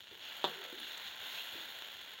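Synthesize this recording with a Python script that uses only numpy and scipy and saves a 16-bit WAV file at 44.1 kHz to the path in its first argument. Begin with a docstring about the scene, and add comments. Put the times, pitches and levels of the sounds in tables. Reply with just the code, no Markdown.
"""Wet food sizzles in a metal pan, close to the microphone, while a metal spatula turns it over.
Tiny steam bubbles burst in a dense crackle that swells whenever fresh food meets the hot metal.
Fat spits and larger bubbles ring in the sauce. The spatula jogs the pan, thuds through the food,
knocks once with a short chatter and scrapes the metal. A small kitchen adds a short, dull echo."""
import sys
import numpy as np
from scipy import signal
from scipy.fft import rfft, irfft
from scipy.io import wavfile
from scipy.ndimage import uniform_filter1d

SR = 44100
rng = np.random.default_rng(int(sys.argv[2]) if len(sys.argv) > 2 else 0)


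def file_out(sig):
    """Save sig as 16-bit WAV at sys.argv[1]."""
    # one column per channel
    cols = np.atleast_2d(sig).T
    # limit, then scale
    lim = np.clip(cols, -1, 1)
    pcm = np.round(lim * 32767).astype(np.int16)
    wavfile.write(sys.argv[1], SR, pcm)


N = 97020

# Levels in the tables are relative. A t60 is the time a sound takes to fade by 60 dB.
# how hard the food fries: t/s, middle crackle level/dB, low sputter level/dB, high fizz level/dB
FRYING = [(0, -54, -65, -66.5), (0.101, -54, -61.5, -68.5), (0.2, -54, -60, -63), (0.245, -47, -55.5, -62),
          (0.4, -50.0, -55, -61), (0.531, -47.5, -51, -58), (0.6, -51, -53.5, -61.5),
          (0.759, -50, -56, -61), (0.85, -45.5, -55.5, -57), (0.951, -47, -53, -58),
          (1.01, -49, -52.5, -59), (1.068, -45.5, -52.5, -58), (1.189, -49.5, -54.5, -61),
          (1.27, -46.5, -52.5, -55), (1.37, -43, -53, -54), (1.461, -47, -52.5, -54.5),
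          (1.53, -46, -52.5, -56), (1.66, -48.5, -53.5, -58), (1.95, -50, -57, -61.5),
          (2.2, -51.5, -56.5, -63)]
# tone of a bursting bubble: f/Hz, level/dB
BURST_TONE = [(88, -45.5), (150, -23.5), (205, -20), (285, -14.5), (347, -13), (575, -12.5), (699, -8.5),
              (771, -11), (901, -6), (1090, -11), (1300, -8.5), (1560, -3.5), (2300, -9.5), (2790, -2),
              (3300, -3.5), (4040, -4), (4910, -21), (5500, -18), (6080, -22.5), (6700, -16), (7680, -32),
              (8980, -34), (10700, -30.5), (12100, -21.5), (13500, -35.5), (14900, -19.5), (15800, -18)]
# rows for sputter, crackle and fizz: steam level/dB, factor on the pop rate, range of pop sizes/dB
LAYERS = [(-2, .55, 15), (-1, .65, 15), (-4, .3, 21)]
# borders of these three layers: f/Hz
LAYER_EDGES = [60, 2400, 7800, 17000]
# boost or cut for each layer: level/dB
LAYER_TRIMS = [1, -2, 1]
# single loud spits of fat: t/s, level/dB
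SPITS = [(0.0355, -41), (0.042, -39), (0.1135, -41), (0.1315, -41), (0.1535, -36.5), (0.1945, -36),
         (0.2137, -37.5), (0.254, -32.5), (0.277, -36), (0.317, -36), (0.322, -35), (0.357, -35),
         (0.5417, -34), (0.6504, -37), (0.7233, -36), (0.8005, -37), (0.9487, -35), (0.977, -37),
         (1.1475, -33), (1.2306, -34), (1.33, -33), (1.3543, -32), (1.378, -33), (1.4875, -33),
         (1.7657, -36), (1.8225, -26), (1.8863, -29.5), (1.9292, -35), (1.969, -34), (2.083, -36)]
# pitch at which the gaps between food and pan resonate: t/s, f/Hz
GAP_PITCH = [(0, 3530), (0.3, 3050), (0.55, 3330), (0.9, 3650), (1.08, 3700), (1.2, 3420), (1.36, 3700),
             (1.52, 3250), (1.62, 3730), (1.8, 3370), (2.2, 3420)]
# tone of the kitchen's background noise: f/Hz, level/dB
AIR_TONE = [(25, -37), (50, 9.5), (90, 6.5), (160, 5), (400, 3.5), (1000, -10.5)]
# dull bumps of the pan on the stove: t/s, level/dB
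BUMPS = [(0.005, -66.5), (0.107, -62), (0.745, -68), (1.05, -63.5), (1.199, -64), (1.529, -62), (1.76, -68),
         (1.946, -63.5), (2.02, -69)]
# soft pushes of the spatula through the food: t/s, level/dB, f/Hz, t60/s
PUSHES = [(0.112, -54, 410, .14), (0.726, -42, 380, .06), (1.549, -48.5, 325, .07)]
# the spatula's knock on the pan, then its rebounds: t/s, level/dB
KNOCKS = [(0.4422, -17), (0.4475, -18.5), (0.4507, -24.5), (0.4529, -23), (0.4559, -26), (0.4613, -32),
          (0.4682, -34)]
# tone of one such contact: f/Hz, level/dB
CLACK_TONE = [(30, -79), (70, -44), (125, -20), (185, 0.5), (350, 7), (500, 8), (900, 8.5), (1250, 0.5),
              (1600, -1), (2100, -12.5), (2800, -3.5), (3550, 7.5), (4100, -2.5), (5000, -22), (7000, -21),
              (9000, -38.5), (15000, -28)]
# notes at which the pan rings: f/Hz, level/dB, t60/s
PAN_NOTES = [(162, -14, .6), (212, -12, .35), (247, -10, .35), (371, -14, .25), (460, -8, .35),
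             (510, -5, .15), (581, -4, .16), (716, -2, .22), (836, -4, .1), (947, 2, .12), (1111, -4, .17),
             (1365, -11, .13), (2980, -7, .07), (3385, -4, .065), (3562, 1, .08)]
# rubs of the blade on the metal: middle t/s, length/s, level/dB, f/Hz, width/Hz, glide/(Hz per s)
SCRAPES = [(0.511, .035, -52, 495, 50, -1200), (0.6, 0.055, -54.5, 385, 35, 0),
           (0.688, 0.055, -59.5, 490, 70, 600), (0.815, .06, -61.5, 290, 90, -700),
           (0.801, 0.004, -53, 9700, 1400, 0), (0.9775, 0.002, -48.5, 6800, 1200, 0),
           (1.395, .022, -45, 2720, 110, 6000)]


def undb(db):
    """Turn decibels into a gain."""
    return 10 ** (np.asarray(db) / 20)


def unit(x):
    """Scale a signal to an average strength (rms) of 1."""
    return x / np.sqrt(np.mean(x ** 2))


def fade(t, t60):
    """A smooth dying away that starts at t = 0."""
    return (t >= 0) * np.exp(-np.log(1000) * np.maximum(t, 0) / t60)


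def through(x, response):
    """Pass a sound through something, given its response to one click."""
    return signal.fftconvolve(x, response)[:N]


def click(tone, size=4096):
    """A click with a peak of 1 and the tone given by (Hz, dB) points."""
    hz, db = np.array(tone, float).T
    f = np.maximum(np.fft.rfftfreq(size, 1 / SR), 1)
    gain = undb(np.interp(np.log(f), np.log(hz), db))
    cepstrum = irfft(np.log(gain))
    cepstrum[1:size // 2] *= 2  # folding this in half packs the energy at the click's start
    cepstrum[size // 2 + 1:] = 0
    response = irfft(np.exp(rfft(cepstrum)))
    return response / np.abs(response).max()


def steady_noise(hz, width_hz):
    """Noise around one pitch, with its slow swells evened out."""
    f = np.fft.rfftfreq(N, 1 / SR)
    bell = np.exp(-((f - hz) / width_hz) ** 2)
    noise = unit(irfft(rfft(rng.standard_normal(N)) * bell, N))
    return unit(noise / np.sqrt(uniform_filter1d(noise ** 2, size=1000) + 1e-9))


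def wander(steps_per_s):
    """A value that slides from one random number to the next."""
    hold = int(SR / steps_per_s)
    steps = np.repeat(rng.standard_normal(N // hold + 1), hold)
    return unit(uniform_filter1d(steps, hold)[:N])


def impulses(rows):
    """One spike for each (s, dB) row."""
    out = np.zeros(N)
    for start, db in rows:
        out[int(start * SR)] += undb(db)
    return out


def sizzle(t, pops_per_s=4500, pop_spread_db=4, flicker_db=.7, echo_db=-11):
    """Bubbles burst, many small and few large, over hissing steam; now and then fat spits."""
    size_db = pop_spread_db * rng.exponential(size=N)
    sign = np.sign(rng.standard_normal(N))
    chance = rng.random(N)
    pan_echo = rng.standard_normal(N) * fade(t, t60=.025)  # sound bounces between the pan walls
    pan_echo /= np.linalg.norm(pan_echo)
    burst = click(BURST_TONE)
    flicker = undb(flicker_db * wander(steps_per_s=44.98))
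    times, crackle_db, sputter_db, fizz_db = np.array(FRYING).T
    f = np.maximum(np.fft.rfftfreq(N, 1 / SR), 1)
    out = through(impulses(SPITS), burst)
    for k, level_db in enumerate((sputter_db, crackle_db, fizz_db)):
        steam_db, share, largest_db = LAYERS[k]
        low_hz, high_hz = LAYER_EDGES[k:k + 2]
        strength_db = np.interp(t, times, level_db)
        density = undb(strength_db - np.median(level_db)) ** 1.6  # harder frying, more pops
        popping = chance < density * share * pops_per_s / SR
        pops = unit(sign * undb(np.minimum(size_db, largest_db)) * popping / np.sqrt(density))
        steam = undb(steam_db) * np.sqrt(density)  # weak frying is mostly separate pops
        blend = (pops + steam * rng.standard_normal(N)) / np.sqrt(1 + steam ** 2)
        sound = through(blend * flicker, burst)
        sound = sound + undb(echo_db) * through(sound, pan_echo)
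        edge_cut = np.sqrt((1 + (low_hz / f) ** 24) * (1 + (f / high_hz) ** 24))
        band = irfft(rfft(sound) / edge_cut, N)
        out = out + unit(band) * undb(LAYER_TRIMS[k] + strength_db)
    return out


def bubbles(t, per_s=290, low_hz=1454, high_hz=4225, spread_db=4.5):
    """Larger bubbles in the sauce ring for a moment, each at its own pitch."""
    age = np.arange(2000) / SR
    out = np.zeros(N + len(age))
    for when, pitch, size in rng.random((int(per_s * N / SR), 3)):
        hz = low_hz + (high_hz - low_hz) * pitch
        start = int(when * N)
        gain = undb(-spread_db * np.log(size + .059))
        out[start:start + len(age)] += gain * np.sin(2 * np.pi * hz * age) * fade(age, t60=.018)
    times, crackle_db = np.array(FRYING).T[:2]
    usual_db = np.median(crackle_db)
    swell_db = 1.46 * (np.interp(t, times, crackle_db) - usual_db)  # harder frying, louder bubbles
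    return unit(through(out[:N], click(BURST_TONE))) * undb(usual_db - 10 + swell_db)


def gaps(x, boost_db=3.5, width_hz=450):
    """Gaps under the food boost a band of pitches, which slides as the spatula opens and closes them."""
    f, t, bands = signal.stft(x, SR, nperseg=256)
    centre_hz = np.interp(t, *np.array(GAP_PITCH).T)
    lift_db = boost_db * np.exp(-((f[:, None] - centre_hz) / width_hz) ** 2)
    moved = signal.istft(bands * undb(lift_db), SR)[1][:N]
    return unit(moved) * np.std(x)


def kitchen_air(level_db=-71):
    """A faint, low, steady noise fills the kitchen."""
    return undb(level_db) * unit(through(rng.standard_normal(N), click(AIR_TONE)))


def kitchen_echo(t, delay_s=.0058, dull_above_hz=1160):
    """The small kitchen answers a click with a short, dull echo."""
    tail = rng.standard_normal(N) * fade(t - delay_s, t60=.17)
    dull = signal.butter(1, dull_above_hz, fs=SR, output="sos")
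    return signal.sosfilt(dull, tail / np.linalg.norm(tail))


def thud(t, start, db, hz, t60, rise_s=.003, tail_db=-12.5):
    """A cushioned blow: a low sound that rises softly, drops and lingers faintly."""
    age = t - start
    rise = np.clip(age / rise_s, 0, 1)
    decay = fade(age, t60) + undb(tail_db) * fade(age, t60=.71)
    return undb(db) * rise * decay * steady_noise(hz, width_hz=.27 * hz) / np.sqrt(2)


def stirring(t):
    """The spatula pushes through the food and bumps the pan on the stove."""
    pushes = sum(thud(t, *row) for row in PUSHES)
    bumps = sum(thud(t, start, db, hz=86.5, t60=.13) for start, db in BUMPS)
    return pushes + bumps


def knock(t, rebound_cut_hz=590, rattle_db=-4.5, ring_db=-26.5, ring_rise_s=.0005):
    """The blade clacks and rattles; its first blow sets the pan ringing, its rebounds sound thinner."""
    rattle = rng.standard_normal(N) * fade(t, t60=.15)
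    rattle /= np.linalg.norm(rattle)
    first_blow = impulses(KNOCKS[:1])
    thin = signal.butter(1, rebound_cut_hz, "high", fs=SR, output="sos")
    blows = first_blow + signal.sosfilt(thin, impulses(KNOCKS[1:]))
    clack = through(blows + undb(rattle_db) * through(blows, rattle), click(CLACK_TONE))
    ring = sum(undb(db) * np.cos(2 * np.pi * hz * t) * fade(t, t60) for hz, db, t60 in PAN_NOTES)
    ring *= np.minimum(t / ring_rise_s, 1)
    return clack + undb(ring_db) * through(first_blow, ring)


def scrapes(t):
    """The blade rubs over the metal in short strokes, some with a sliding pitch."""
    out = np.zeros(N)
    for middle, length, db, hz, width, glide in SCRAPES:
        slide = np.exp(1j * np.pi * glide * (t - middle) ** 2)
        rub = (signal.hilbert(steady_noise(hz, width)) * slide).real
        swell = np.exp(-2 * ((t - middle) / length) ** 2)
        out += undb(db) * swell * rub
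    return out


def scene():
    """Frying and spatula in the kitchen, on one channel."""
    t = np.arange(N) / SR
    air = kitchen_air()
    echo = kitchen_echo(t)
    spatula = undb(1.5) * knock(t) + stirring(t) + scrapes(t)
    frying = gaps(sizzle(t) + bubbles(t))
    room = through(undb(-28.5) * spatula + undb(-9.5) * frying, echo)
    return (frying + spatula + room + air)[None]


def record(dry, low_hz=87, top_hz=15850):
    """The microphone loses the deep bass and the recorder steeply cuts the highest treble."""
    thin = signal.sosfilt(signal.butter(2, low_hz, "high", fs=SR, output="sos"), dry)
    return signal.sosfilt(signal.ellip(12, .2, 70, top_hz, fs=SR, output="sos"), thin)


dry = scene()
out = record(dry)
file_out(out)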